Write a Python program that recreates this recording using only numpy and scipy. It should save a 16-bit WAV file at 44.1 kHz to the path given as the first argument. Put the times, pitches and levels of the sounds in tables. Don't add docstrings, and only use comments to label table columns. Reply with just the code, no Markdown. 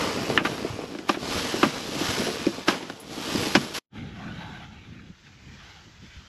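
import sys
import numpy as np
from scipy import signal
from scipy.fft import rfft, irfft, next_fast_len
from scipy.io import wavfile
from scipy.ndimage import uniform_filter1d, map_coordinates

SR = 44100
rng = np.random.default_rng(int(sys.argv[2]) if len(sys.argv) > 2 else 0)


def int16_out(signal):
    q = np.round(np.clip(np.atleast_2d(signal).T, -1, 1) * 32767)
    wavfile.write(sys.argv[1], SR, q.astype(np.int16))


N = 276930

# (pitch [Hz], width [Hz], level [dB])
BLADE_TONES = [(597, 25, 1), (805, 66, 2), (978, 120, -3.5), (1173, 260, 0), (1598, 220, -1),
               (1800, 270, -2), (2500, 490, -6.5), (2950, 218, -1.5), (3680, 800, -16), (5110, 570, -6.5)]
# (frequency [Hz], level [dB])
POWDER_COLOUR = [(7000, -41.5), (9500, -4.5), (11500, -4.5), (12500, -10.5), (13500, -22), (14400, -29)]
# (frequency [Hz], level [dB])
CRACK_COLOUR = [(150, -23), (500, 3.5), (1200, 2), (3000, -1), (6000, -7.5), (8500, -17.5), (11500, -14.5),
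                (14000, -39)]
CATCH_S = 0.3763
FLEX_HZ = 299.2


def amp(db):
    return 10 ** (np.asarray(db) / 20)


def unit(x):
    return x / np.sqrt(np.mean(x ** 2) + 1e-20)


def colour(points):
    f, db = np.transpose(points)
    log_hz = np.log(np.r_[f[0] / 2, f, f[-1] * 2])
    return lambda hz: amp(np.interp(np.log(hz + 1), log_hz, np.r_[db[0] - 60, db, -120]))


def ringing(tones, hz):
    return sum((-1) ** k * amp(db) * 1j * hz * width / (pitch ** 2 - hz ** 2 + 1j * hz * width)
               for k, (pitch, width, db) in enumerate(tones))


def curve(rows):
    return np.interp(np.arange(N) / SR, *np.transpose(rows))


def wobble(rate):
    return map_coordinates(rng.standard_normal(int(N * rate / SR) + 4), [np.arange(N) * rate / SR])


def filtered(x, response):
    n = x.shape[-1]
    padded = next_fast_len(n + 8192)
    return irfft(rfft(x, padded) * response(np.fft.rfftfreq(padded, 1 / SR)), padded)[..., :n]


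def add(track, s, sound):
    start = max(round(s * SR), 0)
    track[start:start + len(sound)] += sound[:N - start]


def noise(spectrum):
    return unit(filtered(rng.standard_normal(N), colour(spectrum)))


def grains(spectrum, per_second, range_db):
    sizes = rng.standard_normal(N) * amp(-range_db * rng.random(N))
    breaks = rng.random(N) < per_second / SR
    return unit(filtered(sizes * breaks, colour(spectrum)))


def patchy(x, depth_db):
    bands = signal.stft(x, nperseg=512)[2]
    swells = uniform_filter1d(rng.standard_normal(bands.shape), size=2, axis=0)
    swells = unit(uniform_filter1d(swells, size=16, axis=1))
    return unit(signal.istft(bands * amp(depth_db * swells), nperseg=512)[1][:N])


def shove(start, rise, hold, slowing_db_per_s):
    t = np.arange(N) / SR - start
    return np.clip(t / rise, 0, 1) * amp(-slowing_db_per_s * np.maximum(t - rise - hold, 0))


def driven(shoves, layer_db, grows, creep_db=-22):
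    speeds = np.maximum([shove(*row[:4]) for row in shoves], amp(creep_db))
    return np.max(amp(layer_db)[:, None] * speeds ** grows, axis=0)


def level_dip(length_s=0.0695, dip_db=8.5):
    since_clack = np.arange(N) / SR - CATCH_S
    return -dip_db * np.interp(since_clack, [0, .008, length_s, length_s + .007], [0, 1, 1, 0])


def scrape():
    # (start [s], rise [s], hold [s], slowing [dB/s],
    # edge [dB], drag [dB], rumble [dB], powder [dB])
    shoves = [(-0.2, 0.18, 0.058, 31, -32.5, -28.5, -30.5, -48),
              (0.12, 0.11, 0.13, 23.5, -35.5, -32.5, -29, -50), (1.16, 0.18, 0.1, 16, -31.5, -33, -32, -46),
              (1.807, 0.24, 0.14, 30.5, -30.5, -32, -31, -44.5),
              (2.656, .04, 0.037, 77.5, -38.5, -34, -36, -54.5),
              (3.023, 0.38, 0.06, 41, -31, -33, -32, -43.5),
              (3.731, 0.018, 0.032, 40, -31.5, -36.5, -37.5, -44)]
    # (frequency [Hz], level [dB])
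    edge_colour = [(710, -25), (1200, -1.5), (1370, -10.5), (1740, -3), (1910, -9.5), (3010, -2.5),
                   (4660, -4.5), (5070, -4), (7860, -13.5), (9000, -18), (11700, -40.5), (19800, -120)]
    # (frequency [Hz], level [dB])
    drag_colour = [(260, -19.5), (450, 5), (684, -5), (877, 0.5), (1360, -8), (1460, -2.5), (1590, -18.5),
                   (2000, -6.5), (2600, -9.5), (4400, -120)]
    # (frequency [Hz], level [dB])
    rumble_colour = [(20, -35.5), (45, -12.5), (90, -5), (135, -3), (200, 0), (280, 2), (390, -1.5),
                     (520, -7.5), (700, -7.5), (1200, -49.5)]
    edge_db, drag_db, rumble_db, powder_db = np.transpose(shoves)[4:]
    judder = amp(0.61 * wobble(35) + 0.62 * wobble(220) + level_dip())
    crunch = grains(edge_colour, per_second=11000, range_db=2)
    edge = driven(shoves, edge_db, grows=0.9) * patchy(crunch, depth_db=1.3)
    grit = grains(drag_colour, per_second=5500, range_db=14.5)
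    taps = grains([(400, -7.5), (1500, 2), (3000, 0), (6000, -8)], per_second=5000, range_db=17)
    ring = unit(filtered(taps, lambda hz: ringing(BLADE_TONES, hz)))
    drag_gain = driven(shoves, drag_db, grows=0.97) * amp(0.77 * wobble(66))
    drag = drag_gain * patchy(grit + 0.5 * ring, depth_db=1.8)
    spray = grains(POWDER_COLOUR, per_second=6600, range_db=2)
    powder = driven(shoves, powder_db, grows=1.07) * patchy(spray, depth_db=2.8)
    shaking = amp(1.8 * wobble(30)) * grains(rumble_colour, per_second=1100, range_db=4.5)
    rumble = driven(shoves, rumble_db, grows=0.8) * shaking
    return judder * (edge + drag + powder + rumble)


def thud(t, pitch_hz, swell=0.004):
    # (pitch [times pitch_hz], level [dB], fade time for a thud at FLEX_HZ [s])
    scoop_tones = [(1.026, 6, 0.039), (0.686, -7.5, 0.097), (1.14, -10, 0.13), (1.85, -11.5, 0.066)]
    age = t * pitch_hz / FLEX_HZ
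    flex = sum(amp(db - 60 * age / t60) * np.sin(2 * np.pi * ratio * pitch_hz * t)
               for ratio, db, t60 in scoop_tones)
    return 1.73 * flex * (1 - np.exp(-(age / swell) ** 2))


def bumps(crush_t60=0.039):
    # (time [s], level [dB], pitch [Hz])
    lumps = [(0.299, -18.5, 413), (0.412, -23.5, 284), (0.517, -29, 380), (0.646, -18.5, 366),
             (0.913, -38, 270), (0.788, -26, 423), (0.837, -29, 440), (1.17, -25, 327), (1.54, -18.5, 322),
             (1.659, -18.5, 225), (1.957, -27, 260), (2.011, -20, 291), (2.193, -22, 208),
             (2.268, -22, 403), (2.284, -22.5, 370), (2.582, -30, 467), (3.174, -28, 259),
             (3.349, -19.5, 313), (3.466, -22, 283), (3.567, -16, 211)]
    # (frequency [Hz], level [dB])
    crush_colour = [(130, -9), (220, 9.5), (420, -27), (680, 2.5), (900, -13), (1500, -24.5), (5000, -41)]
    track, t = np.zeros(N), np.arange(SR // 6) / SR
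    crumbs = noise(crush_colour)
    collapse = amp(-60 * t / crush_t60) * (1 - np.exp(-t / 0.0016))
    for s, db, pitch_hz in lumps:
        crush = collapse * (pitch_hz / 410) ** 2 * crumbs[round(s * SR):][:len(t)]
        add(track, s, amp(db) * (thud(t, pitch_hz, swell=0.0039) + crush))
    return track


def frame_jolt(level_db=-1.7, attack_s=0.000243):
    # (pitch [Hz], level [dB], fade time [s])
    frame_tones = [(1450, -4, 0.014), (1760, 0.5, 0.017), (2800, -4, 0.0077), (2850, -5, 0.0099),
                   (7000, -33, .003)]
    track, t = np.zeros(N), np.arange(SR // 10) / SR
    ring = sum(amp(db - 60 * t / t60) * np.sin(2 * np.pi * hz * t) for hz, db, t60 in frame_tones)
    add(track, CATCH_S, amp(level_db) * ring * (1 - np.exp(-t / attack_s)))
    return track


def clack(t, t60, bright_hz, ring_gain, ring_hz=1181, spot_width_hz=380):
    fade = amp(-60 * t / t60)
    shatter = rng.standard_normal(len(t)) * fade
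    blow = min(0.0065 / t60, 3) * (np.arange(len(t)) == SR // 2000)
    force = shatter / np.linalg.norm(shatter) + blow
    spot = lambda hz: 1 + ring_gain * ringing([(ring_hz, spot_width_hz, 0)], hz)
    blade_and_ice = lambda hz: ringing(BLADE_TONES, hz) + 0.27 * colour(CRACK_COLOUR)(hz)
    body = filtered(force, lambda hz: blade_and_ice(hz) * spot(hz))
    softened = signal.sosfilt(signal.butter(4, bright_hz, fs=SR, output="sos"), body)
    ring = ring_gain * fade * np.sin(2 * np.pi * ring_hz * t) * (1 - np.exp(-t * ring_hz))
    return softened / np.linalg.norm(softened) * np.linalg.norm(fade) + ring


def knocks(pack_s=0.025, pack_rise_db=25, crumble_db_per_s=220):
    # (time [s], clack [dB], thud [dB], clack fade time [s], brightness [Hz],
    # main ring [gain], crunch of packing snow [dB])
    ridges = [(0.377, -19, -20.5, 0.12, 3100, 0.28, -46), (0.450, -17.5, -21.5, 0.089, 3660, 0.68, -31),
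              (0.949, -30, -26, 0.016, 3540, 0.26, -56), (0.987, -28, -29, .017, 8000, .2, -60),
              (1.093, -12, -14.5, 0.039, 6570, 1.16, -28), (1.144, -26.5, -30, 0.071, 3950, .3, -57),
              (1.630, -11, -9.5, 0.061, 4000, 1.2, -25.5), (2.466, -19.5, -10.5, 0.0085, 7000, .1, -60),
              (2.682, -12.5, -13, 0.085, 6760, 0.56, -23.5), (2.724, -28, -22.5, 0.055, 6040, 0.16, -59.5),
              (2.826, -33, -31, .03, 4950, .1, -47.5), (2.898, -23.5, -30, 0.02, 4930, .1, -41.5),
              (3.551, -8, -10.5, .062, 6920, 0.14, -33)]
    track, t = np.zeros(N), np.arange(SR // 4) / SR
    crunch = grains(CRACK_COLOUR, per_second=9000, range_db=10)
    packing = amp(np.minimum(pack_rise_db * (t / pack_s - 1), -crumble_db_per_s * (t - pack_s)))
    for s, clack_db, thud_db, t60, bright_hz, ring_gain, crunch_db in ridges:
        add(track, s - pack_s, amp(crunch_db) * packing * crunch[round(s * SR):][:len(t)])
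        add(track, s, amp(clack_db) * clack(t, t60, bright_hz, ring_gain))
        add(track, s, amp(thud_db) * thud(t, FLEX_HZ))
    return track


def thumps(rows):
    track, t = np.zeros(N), np.arange(SR // 6) / SR
    for s, db, hz in rows:
        add(track, s, amp(db) * t * hz * np.exp(1 - 1.3 * t * hz) * np.sin(2 * np.pi * hz * t))
    return track


def footsteps():
    # (time [s], level [dB], pitch [Hz])
    steps = [(0.51, -27, 149), (0.700, -24, 115), (0.732, -29, 101), (1.353, -25.5, 88), (2.087, -22, 99),
             (3.380, -24, 106)]
    return thumps(steps)


def tink(start_s=3.0, level_db=-43, t60=0.12):
    track, t = np.zeros(N), np.arange(SR // 4) / SR
    ring = noise([(7000, -8.5), (9000, -18.5), (10100, 2), (11000, -2.5), (12400, -15), (13500, -11)])
    add(track, start_s, amp(level_db - 60 * t / t60) * ring[:len(t)])
    return track


def far_pusher(tick_s=4.992, tick_db=-43.5, tick_t60=0.095):
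    # (start [s], rise [s], hold [s], slowing [dB/s],
    # rasp [dB], hollow ring [dB], hiss [dB])
    shoves = [(3.857, 0.054, 0.057, 33, -49, -48, -57.5), (4.094, 0.11, 0.4, 93, -46.5, -44, -56),
              (4.67, .04, .01, 91, -52.5, -53, -62), (4.726, 0.098, 0.092, 25, -53, -59.5, -64),
              (5.148, 0.1, 0.11, 26.5, -55.5, -70, -57.5), (5.36, .2, 0.19, 47, -52.5, -61.5, -54),
              (5.937, 0.15, 0.11, 30, -53.5, -78, -54.5)]
    # (pitch [Hz], width [Hz], level [dB])
    hollow_tones = [(724, 146, 1), (880, 127, 0.5), (1165, 130, -2.5), (1540, 92, 2.5), (1740, 120, -7.5)]
    # (frequency [Hz], level [dB])
    rasp_colour = [(1300, 2), (1900, 1), (2300, 4), (2600, 1), (2900, 1), (3300, 1.5), (3900, -2.5),
                   (4500, -15), (7000, -45), (11000, -25), (13000, -45)]
    # (frequency [Hz], level [dB])
    hiss_colour = [(300, 7.5), (600, 0.5), (1000, 4), (3500, -1), (4600, 2.5), (6300, -0.5), (7600, -8),
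                   (8600, -24), (10500, -40), (12000, -17), (13300, -38)]
    rasp_db, hollow_db, hiss_db = np.transpose(shoves)[4:]
    scoop = filtered(rng.standard_normal(N), lambda hz: ringing(hollow_tones, hz))
    hollow = driven(shoves, hollow_db, grows=1.4) * patchy(scoop, depth_db=4)
    grit = grains(rasp_colour, per_second=8000, range_db=1)
    rasp = driven(shoves, rasp_db, grows=0.57) * patchy(grit, depth_db=3.5)
    hiss_gain = driven(shoves, hiss_db, grows=0.33) * amp(0.62 * wobble(40))
    hiss = hiss_gain * patchy(noise(hiss_colour), depth_db=1)
    t = np.arange(SR // 8) / SR
    tick = noise([(1100, -17), (1500, 0), (1900, -3), (2400, -16)])[:len(t)]
    add(hollow, tick_s, amp(tick_db - 60 * t / tick_t60) * (1 - np.exp(-t / .003)) * tick)
    return amp(1.3 * wobble(35)) * (hollow + rasp) + hiss


def wind(flutter_db=2.0, deep_db=-55, low_hz=150, usual_db=-42, brightens=0.17):
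    # (time [s], level [dB])
    gust_levels = [(3.97, -34.5), (4.05, -34.5), (4.17, -40), (4.26, -37), (4.7, -46.5), (5.11, -44.5),
                   (5.16, -64), (5.23, -60.5), (5.25, -52), (5.54, -49), (5.76, -61), (5.88, -51),
                   (6.0, -58), (6.03, -46), (6.13, -61), (6.16, -47.5), (6.21, -51.5), (6.28, -67)]
    # (frequency [Hz], level [dB])
    air_colour = [(25, -22), (55, -7), (100, -0.5), (160, -1.5), (215, -2), (310, -10), (430, -18),
                  (600, -24.5)]
    # (time [s], level [dB], pitch [Hz])
    puffs = [(4.262, -24, 185), (4.383, -26, 170), (5.1, -31, 173), (6.165, -35, 70.6)]
    # (frequency [Hz], level [dB])
    deep_colour = [(22, -8), (45, -5), (75, 3.5), (115, -0.5), (200, -6)]
    gust_db = curve(gust_levels)
    air = unit(amp(flutter_db * wobble(24)) * noise(air_colour))
    low = filtered(air, lambda hz: 1 / (1 + (hz / low_hz) ** 4))
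    high = amp(brightens * (gust_db - usual_db)) * (air - low)
    rumble = amp(deep_db + 3.3 * wobble(5.1)) * noise(deep_colour)
    return amp(gust_db) * (low + high) + thumps(puffs) + rumble


def scene(switch_s=3.86):
    # (time [s], level [dB])
    fade = [(3.785, -1), (3.797, -38), (3.83, -61), (3.89, -62), (3.915, -27), (3.945, -4), (3.98, -1)]
    # (frequency [Hz], level [dB])
    side_colour = [(100, -7.5), (2000, -24.5), (8000, -16.5), (10500, -11), (12000, 9), (14000, -14)]
    close_by = scrape() + bumps() + frame_jolt() + knocks() + footsteps() + tink()
    far_away = far_pusher() + wind()
    middle = np.where(np.arange(N) / SR < switch_s, close_by, far_away) * amp(curve(fade))
    high_hiss = filtered(middle, colour(POWDER_COLOUR))
    side = filtered(high_hiss * rng.standard_normal(N), colour(side_colour))
    return np.array([middle + side, middle - side])


def record(dry, ceiling=0.95, notch_hz=9100, top_hz=14400):
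    rounded = dry / (1 + (np.abs(dry) / ceiling) ** 6) ** (1 / 6)
    notch = lambda hz: np.abs(hz - notch_hz) / np.hypot(hz - notch_hz, 380)
    return filtered(rounded, lambda hz: notch(hz) * (hz < top_hz))


dry = scene()
out = record(dry)
int16_out(out)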